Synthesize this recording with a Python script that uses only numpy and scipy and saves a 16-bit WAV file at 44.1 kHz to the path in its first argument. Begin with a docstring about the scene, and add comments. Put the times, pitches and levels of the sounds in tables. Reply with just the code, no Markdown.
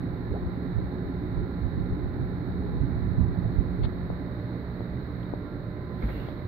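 """Bubbles rise through aquariums in a fish room, ringing as they burst and making the tanks rumble.
Diaphragm air pumps hum at the mains rate, over a soft hiss of air and filters.
A hand-held microphone stands by one tank, where a draught buffets it, then turns into the aisle.
Fingers tick and rub on its case, and near the end the hand slides to a new grip."""
import sys
import numpy as np
from scipy import signal
from scipy.fft import rfft, irfft
from scipy.io import wavfile
from scipy.ndimage import map_coordinates

SR = 44100
rng = np.random.default_rng(int(sys.argv[2]) if len(sys.argv) > 2 else 0)


def master_out(mix):
    """Clip the mix to full scale and print it as 16-bit PCM to the path in sys.argv[1]."""
    frames = np.transpose(np.atleast_2d(mix))
    ceiling = np.clip(frames, -1, 1)
    pcm = np.round(ceiling * 32767).astype(np.int16)
    wavfile.write(sys.argv[1], SR, pcm)


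N = 285470
T = np.arange(N) / SR
FREQS = np.maximum(np.arange(N // 2 + 1) * SR / N, 1)
MAINS_HZ = 60

# Levels are in decibels; most tables set how loud each sound is, and some functions add a gain.
# the microphone's turn: time_s, aisle_share (0 at the tank, 1 in the aisle)
TURN = [(0, 0), (1.8, 0.02), (3.85, 0), (4.25, 0.45), (5.2, 1), (6.47, 0.73)]

# tone of the air and filter hiss: pitch_hz, left_db, right_db
HISS_COLOUR = [(740, -93, -81), (950, -87, -78.5), (2010, -90, -81), (2294, -93.5, -89.5),
               (2640, -104.0, -103.0), (3410, -103.4, -105.6), (3796, -86.5, -101.3), (4240, -90.5, -102.5),
               (4700, -104.0, -107.9), (5760, -125.0, -121.6), (7400, -130.0, -129.6),
               (9550, -134.4, -134.3), (11970, -115.6, -116.1), (15200, -110.3, -108.6)]
# the hiss dips a little in the aisle: time_s, level_db
HISS_LEVEL = [(0, 0.4), (2, 0.13), (4.4, 0.63), (5.2, 0.2), (5.75, -1.6), (6.05, -0.3), (6.47, 0.4)]
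# the draught, strongest by the tank: time_s, left_db, right_db
DRAUGHT_LEVEL = [(0, -40.5, -40), (1.5, -41, -43), (2.5, -38.5, -36.5), (2.8, -36, -30), (3.7, -40, -32),
                 (4.1, -36, -38.5), (4.4, -49.5, -55.5), (6.47, -48.5, -54)]
# tone of its swirling air: pitch_hz, level_db
DRAUGHT_COLOUR = [(10, -26.5), (25, -9.5), (45, -1), (70, 2), (110, 0), (170, -6), (250, -17), (400, -29),
                  (800, -51), (3000, -100)]
# puffs of air hit the microphone: middle_s, length_s, left_db, right_db
PUFFS = [(0.323, 0.04, -30.5, -29), (0.45, 0.047, -27, -34), (0.775, 0.046, -32.5, -22),
         (0.835, 0.04, -29.5, -32.5), (1.07, 0.037, -30, -38), (1.395, 0.075, -36, -24.5),
         (1.655, 0.055, -42, -24), (1.795, 0.091, -36, -22), (1.92, 0.035, -22.5, -28),
         (2.054, 0.071, -38, -23.5), (2.225, 0.067, -35, -25), (2.502, 0.034, -32, -30),
         (2.762, 0.04, -29, -25.5), (2.83, 0.038, -40, -19.5), (2.998, 0.025, -35, -22),
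         (3.12, 0.063, -39.5, -24), (3.213, 0.06, -34.5, -16), (3.296, 0.037, -25, -22.5),
         (3.452, 0.05, -38.5, -24.5), (3.392, 0.036, -42, -21.5), (3.599, 0.035, -40, -14),
         (3.838, 0.061, -24.5, -19), (4.037, 0.032, -40, -29)]

# fingers tick on the case: middle_s, level_db, half_width_s
TICKS = [(4.1026, -13, .00031), (4.807, -17.2, .00029), (5.3375, -11, .00031), (6.2868, -18.5, .0003)]
# the case creaks faintly: start_s, level_db
CREAKS = [(4.807, -46), (4.821, -50), (5.228, -45), (5.232, -41), (5.236, -44), (6.288, -36)]
# a finger rubs the case: start_s, length_s, level_db
RUB = (3.835, 0.022, -32.5)
# the hand slides to a new grip: start_s, length_s
SLIDE = (6.05, 0.24)
# a high, airy sound in mid-slide: middle_s, half_width_s
SHEEN = (6.13, 0.13)
# tones of the rub and of the slide's scrape, swish and sheen: pitch_hz, level_db
RUB_COLOUR = [(40, 3), (120, 0), (500, -3), (1000, -12), (1500, -17), (2100, -16), (2700, -23),
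              (3700, -16.5), (4400, -19), (5400, -54), (9000, -68)]
SCRAPE_COLOUR = [(200, 5.5), (600, 5.5), (900, -4), (1350, 0.5), (1700, -2), (2200, -0.5), (2900, -27),
                 (4000, -17), (5600, -60), (9000, -76)]
SWISH_COLOUR = [(200, -20), (600, -2), (2300, -2), (3050, -4), (3500, 1), (4200, -1), (5500, -20),
                (7000, -27), (9500, -30), (11200, -21), (15000, -20)]
SHEEN_COLOUR = [(9800, -30), (11200, -3), (14300, 0), (15500, -2)]
# the sliding skin catches on the case: start_s, level_db
CATCHES = [(6.026, -36), (6.092, -36)]
# the skin squeaks as the slide ends: start_s, length_s, pitch_hz, width_hz
SQUEAK = (6.13, .13, 2760, 300)
# the hand bumps the case: start_s, level_db
BUMPS = [(5.338, -35), (6.031, -19.5), (6.144, -32)]
# the bumped case sways in the hand: pitch_hz, level_db, ring_cycles
BUMP_TONES = [(52.5, 2.5, 16), (135, -4.5, 11), (212, -3.5, 23)]

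# tones of the pumps: mains_multiple, tank_left_db, tank_right_db, aisle_left_db, aisle_right_db
HUM_TONES = [(1, -48.0, -49.0, -51.0, -46.0), (2, -46.0, -42.7, -43.8, -39.8),
             (3, -43.0, -39.5, -47.0, -42.0), (4, -57.0, -50.0, -60.0, -52.0),
             (5, -59.0, -55.0, -54.0, -50.0), (6, -51.3, -46.5, -59.0, -52.0),
             (7, -68.0, -55.0, -66.0, -63.0), (9, -70.0, -58.0, -65.0, -60.0),
             (10, -65.0, -63.0, -60.5, -54.7), (11, -66.0, -62.0, -73.0, -64.0),
             (12, -68.0, -61.0, -76.0, -67.0), (13, -65.0, -71.0, -77.0, -71.0),
             (14, -68.0, -62.0, -74.0, -75.0), (17, -66.0, -61.5, -74.0, -63.5),
             (23, -74.0, -61.0, -80.0, -72.0), (26, -84.0, -72.0, -82.0, -69.0),
             (29, -75.0, -66.5, -80.0, -75.0)]
# loud and quiet spots the microphone crosses: mains_multiple, middle_s, half_width_s, change_db
HUM_SPOTS = [(1, 6.1, .65, -12), (2, 6.05, .6, -11), (3, 0.55, .2, 2), (3, 3.35, .25, 3),
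             (3, 6.15, .55, -8), (4, 6.1, .65, -6), (6, 0.42, .08, 4), (6, 0.97, .09, 6), (6, 2.05, .1, 3),
             (6, 4.6, .2, -12), (6, 6.05, .4, 4), (10, 4.0, .08, -10), (10, 4.32, .2, 6.5),
             (10, 4.8, .18, 3), (10, 5.07, .1, -11), (10, 5.65, .27, 3.5), (10, 6.1, .1, -4),
             (10, 6.35, .12, 2.5), (17, 4.42, .12, 6), (17, 5.0, .45, -4), (17, 5.95, .3, 5.5),
             (23, 4.3, .35, -5), (23, 5.5, .17, 14)]

# tones at which the tanks and room ring: pitch_hz, width_hz, tank_db, aisle_db
TANK_TONES = [(69, 18, -46, -45.5), (107.8, 14, -46, -44.5), (129.2, 35, -46, -43), (168.2, 31.3, -44, -49),
              (224, 66, -47, -49), (266.4, 37.3, -43.5, -50), (294.1, 38, -47, -48), (350, 81, -49, -50),
              (404.6, 14, -51, -55.5), (447.5, 89, -57, -54), (476.4, 30, -61, -65), (812.5, 72, -59, -72)]
# boom of the churning water: pitch_hz, level_db
CHURN_COLOUR = [(15, -93.5), (30, -63), (55, -65.5), (100, -61.5), (200, -66.5), (300, -76.5), (450, -79.5),
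                (600, -80), (800, -90), (1200, -100), (2500, -160)]
# a big gulp of air at the surface: start_s, length_s, start_hz, end_hz
GULP = (.331, .036, 520, 1040)
# single big bubbles plop: start_s, pitch_hz, level_db
PLOPS = [(0.366, 410, -32), (1.967, 294.5, -24), (2.595, 267, -26.5), (2.622, 800, -38), (2.825, 270, -27),
         (3.19, 239, -26), (3.447, 672, -36), (6.14, 496, -36)]


def from_db(db):
    """Turn decibels into a gain."""
    return 10 ** (np.asarray(db) / 20)


def unit_power(x):
    """Scale each channel to an average power of 1."""
    return x / np.sqrt(np.mean(x ** 2, axis=-1, keepdims=True) + 1e-20)


def in_time(rows):
    """Draw one curve over time for each value column of a table."""
    times, *columns = np.transpose(rows)
    return np.array([np.interp(T, times, column) for column in columns])


def coloured(white, colour):
    """Shape white noise with a table of pitches and levels."""
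    hz, *columns = np.transpose(colour)
    gain = from_db([np.interp(np.log(FREQS), np.log(hz), column) for column in columns])
    return irfft(rfft(white) * gain, N) * np.sqrt(SR / 2)


def noise_pair(likeness):
    """Left and right white noise: likeness 0 is unrelated, 1 is the same."""
    mid, side = rng.standard_normal((2, N))
    return (np.sqrt(1 + likeness) * mid + np.sqrt(1 - likeness) * np.array([side, -side])) / np.sqrt(2)


def stereo_noise(colour, likeness=0):
    """Shaped left and right noise with a power of 1."""
    return unit_power(coloured(noise_pair(likeness), colour))


def drift(per_s):
    """A smooth curve through per_s random values a second, mostly within -1 to 1."""
    points = rng.standard_normal(2000)
    coarse = map_coordinates(points, [T[::50] * per_s + 5], order=3, mode="wrap")
    return np.interp(T, T[::50], coarse)


def cut(x, kind, hz, order):
    """Keep only the "low" or the "high" side of a pitch."""
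    return signal.sosfilt(signal.butter(order, hz, kind, fs=SR, output="sos"), x + 1e-18)


def resonate_twice(x, hz, width_hz):
    """Ring a sound twice at one pitch, leaving a narrow band with a power of 1."""
    radius = np.exp(-np.pi * width_hz / SR)
    feed = np.array([1, 0, -1]) * (1 - radius ** 2) / 2
    feedback = [1, -2 * radius * np.cos(2 * np.pi * hz / SR), radius ** 2]
    for _ in range(2):
        x = signal.lfilter(feed, feedback, x + 1e-18)
    return unit_power(x)


def clicks(per_s, spread_db):
    """Clicks at random moments, a few much bigger than the rest."""
    sizes = from_db(spread_db * np.minimum(rng.exponential(1, N), 4))
    signs = rng.choice([-1, 1], N)
    return sizes * signs * (rng.random(N) < per_s / SR)


def ring(hz, cycles, rise=0):
    """A tone that fades 60 dB over some cycles; rise lifts its pitch, like a bubble nearing the top."""
    age = np.arange(int(1.5 * SR * cycles / hz) + 2) * hz / (SR * cycles)
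    tone = np.sin(2 * np.pi * cycles * age * (1 + rise * age / 2))
    onset = 1 - np.exp(-2 * cycles * age)
    return tone * onset * from_db(-60 * age)


def stroke(start_s, length_s, rise_db_per_s, fall_db_per_s):
    """A gain that swells until start_s, holds for length_s and dies away."""
    before_s = np.maximum(start_s - T, 0)
    after_s = np.maximum(T - start_s - length_s, 0)
    return from_db(-rise_db_per_s * before_s - fall_db_per_s * after_s)


def bell(middle_s, half_width_s):
    """A smooth hill of height 1 around a moment."""
    return np.exp(-np.minimum(((T - middle_s) / half_width_s) ** 2, 50))


def add(out, start_s, sound):
    """Mix a sound in at a given time."""
    start = int(np.clip(start_s * SR, 0, N - 1))
    out[start:start + len(sound)] += sound[:N - start]


def hiss():
    """Air and filters hiss evenly from all around."""
    air = coloured(noise_pair(0), HISS_COLOUR)
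    return cut(air, "high", hz=460, order=2) * from_db(in_time(HISS_LEVEL)[0])


def draught(flow_gain_db, puff_gain_db, flutter_db):
    """Air swirls at each side of the microphone; puffs ride on a fluttering flow."""
    flutter = flutter_db * np.array([drift(10), drift(25)])
    power = from_db(in_time(DRAUGHT_LEVEL) + flow_gain_db + flutter) ** 2
    for middle_s, length_s, left_db, right_db in PUFFS:
        strength = from_db([[left_db], [right_db]]) * from_db(puff_gain_db)
        power += strength ** 2 * bell(middle_s, 0.47 * length_s)
    return stereo_noise(DRAUGHT_COLOUR, likeness=0.017) * np.sqrt(power)


def finger_rub():
    """A finger brushes the case in one short burst of noise."""
    start_s, length_s, level_db = RUB
    friction = unit_power(coloured(rng.standard_normal(N), RUB_COLOUR))
    return friction * from_db(level_db) * stroke(start_s, length_s, rise_db_per_s=3000, fall_db_per_s=2200)


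def finger_ticks():
    """Each tick is a push of pressure that leaks away; the plastic creaks with a short, muffled ring."""
    pulses = sum(from_db(db) * bell(s, np.sqrt(2) * width_s) for s, db, width_s in TICKS)
    creaks = np.zeros(N)
    for start_s, level_db in CREAKS:
        add(creaks, start_s, from_db(level_db) * ring(hz=3350, cycles=17))
    return cut(pulses, "high", hz=200, order=1) + cut(creaks, "low", hz=4380, order=4)


def hand_slide(scrape_db, swish_db, sheen_db):
    """The sliding hand makes a scrape that catches twice, a smooth swish and an airy sheen."""
    speed = stroke(*SLIDE, rise_db_per_s=95.5, fall_db_per_s=95)
    catches = sum(from_db(db) * stroke(s, 0.0024, rise_db_per_s=1796, fall_db_per_s=695)
                  for s, db in CATCHES)
    scrape = (from_db(scrape_db) * speed ** 2.8 + catches) * stereo_noise(SCRAPE_COLOUR)
    scrape *= from_db([[-6], [0]])  # weaker on the left
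    swish = from_db(swish_db) * speed * stereo_noise(SWISH_COLOUR)
    sheen = from_db(sheen_db) * bell(*SHEEN) * stereo_noise(SHEEN_COLOUR)
    return scrape + swish + sheen


def skin_squeak(level_db):
    """Quick, uneven slips of the skin ring one tone of the case."""
    start_s, length_s, hz, width_hz = SQUEAK
    slips = np.array([clicks(per_s=1500, spread_db=2.5), clicks(per_s=1500, spread_db=2.7)])
    ringing = resonate_twice(slips, hz, width_hz) * from_db(level_db + drift(60))
    return ringing * stroke(start_s, length_s, rise_db_per_s=300, fall_db_per_s=600)


def case_bumps():
    """Each bump sets the case swaying with a few low tones."""
    out = np.zeros(N)
    for start_s, level_db in BUMPS:
        for hz, tone_db, cycles in BUMP_TONES:
            add(out, start_s, from_db(level_db + tone_db) * ring(hz, cycles))
    return out


def handling():
    """Fingers work on the microphone's left side; the change of grip shakes the whole case."""
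    fingers = (finger_rub() + finger_ticks()) * from_db([[0], [-29]])
    slide = hand_slide(scrape_db=-47, swish_db=-59.5, sheen_db=-63)
    return fingers + slide + skin_squeak(level_db=-62.5) + case_bumps()


def hum_spots(multiple):
    """Gain of one hum tone as the microphone crosses places where its echoes add up or cancel."""
    return from_db(sum(db * bell(s, width_s) for tone, s, width_s, db in HUM_SPOTS if tone == multiple))


def pumps(aisle, gain_db, waver_db):
    """Pumps hum at multiples of the mains rate; each tone wavers as the microphone moves."""
    out = np.zeros((2, N))
    for multiple, *levels_db in HUM_TONES:
        hz = MAINS_HZ * multiple
        at_tank, in_aisle = from_db(levels_db).reshape(2, 2, 1)
        shortness = hz / (hz + 200)  # long waves change little from place to place
        level = (at_tank * (1 - aisle) + in_aisle * aisle) * hum_spots(multiple)
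        level *= from_db(waver_db * shortness * drift(6.4))
        phase = 2 * np.pi * (hz * T + rng.random())
        phase += 0.43 * drift(2.183) + 0.38 * shortness * drift(16)  # slow sway, quick flutter
        # short waves differ more between left and right
        left_shift = 0.65 * hz / 1000 * (1 + 0.14 * drift(0.98))
        out += np.sqrt(2) * level * np.sin([phase - left_shift, phase])
    return from_db(gain_db) * out


def to_the_right(sound, pan_db, lag_s):
    """A sound on the right reaches the left side weaker and lag_s later."""
    left, right = sound
    late_left = np.interp(T - lag_s, T, left)
    return np.array([late_left * from_db(-pan_db / 2), right * from_db(pan_db / 2)])


def tank_rumble(aisle):
    """Bubbles leave the air stones and burst, ringing glass and room in turn over a dull boom."""
    out = np.zeros(N)
    for hz, width_hz, tank_db, aisle_db in TANK_TONES:
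        bursts = clicks(per_s=500, spread_db=4.5)
        out += resonate_twice(bursts, hz, width_hz) * from_db(tank_db + (aisle_db - tank_db) * aisle)
    return out + coloured(noise_pair(likeness=0.7), CHURN_COLOUR)


def burble(gain_db, low_hz, high_hz, count):
    """Crowds of small bubbles blend at the surface; the smaller, the higher and fainter."""
    out = np.zeros(N)
    for when, smallness, strength in rng.random((count, 3)):
        hz = low_hz * (high_hz / low_hz) ** smallness
        add(out, when * N / SR, ring(hz, cycles=14, rise=0.2) * low_hz / hz * strength)
    return from_db(gain_db) * unit_power(out)


def pips(gain_db, low_hz, high_hz, spread_db, count):
    """Small bubbles burst alone and stand out from the crowd."""
    out = np.zeros(N)
    for when, smallness, weakness in rng.random((count, 3)):
        hz = low_hz * (high_hz / low_hz) ** smallness
        strength = np.sqrt(low_hz / hz) * from_db(gain_db - spread_db * weakness)
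        add(out, when * N / SR, strength * ring(hz, cycles=36, rise=0.12))
    return out


def gulp(gain_db, scatter, count):
    """A pocket of air breaks into bubbles that tend to get smaller and higher."""
    start_s, length_s, start_hz, end_hz = GULP
    out = np.zeros(N)
    for k, (delay, size) in enumerate(rng.random((count, 2))):
        progress = (k + delay / 2) / count
        hz = (start_hz + (end_hz - start_hz) * progress) * np.exp(-scatter * size ** 2)
        add(out, start_s + progress * length_s, ring(hz, cycles=25, rise=0.037))
    return from_db(gain_db) * out


def plops():
    """Each big bubble rings briefly, rising in pitch."""
    out = np.zeros(N)
    for start_s, hz, level_db in PLOPS:
        add(out, start_s, from_db(level_db) * ring(hz, cycles=40, rise=0.12))
    return out


def scene():
    """Water and pumps lie to the right; draught and fingers act on the microphone itself."""
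    aisle = in_time(TURN)[0]
    water = tank_rumble(aisle) + plops()
    water += burble(gain_db=-54, low_hz=400.7, high_hz=1520, count=5000)
    water += gulp(gain_db=-35.5, scatter=0.5, count=12)
    water += pips(gain_db=-42.5, low_hz=680, high_hz=2200, spread_db=12, count=130)
    # turning away shrinks the lag, bringing the water toward the middle
    water = to_the_right(water, pan_db=4.8, lag_s=0.00026 * (1 - 1.1 * aisle))
    hum = pumps(aisle, gain_db=1.15, waver_db=2.2)
    air = hiss() + draught(flow_gain_db=1.9, puff_gain_db=-0.45, flutter_db=0.5)
    return water + hum + air + handling()


def record(dry):
    """Cut away the very highest treble."""
    cutoff_hz = 15550
    return signal.sosfilt(signal.ellip(10, .1, 90, cutoff_hz, fs=SR, output="sos"), dry)


dry = scene()
out = record(dry)
master_out(out)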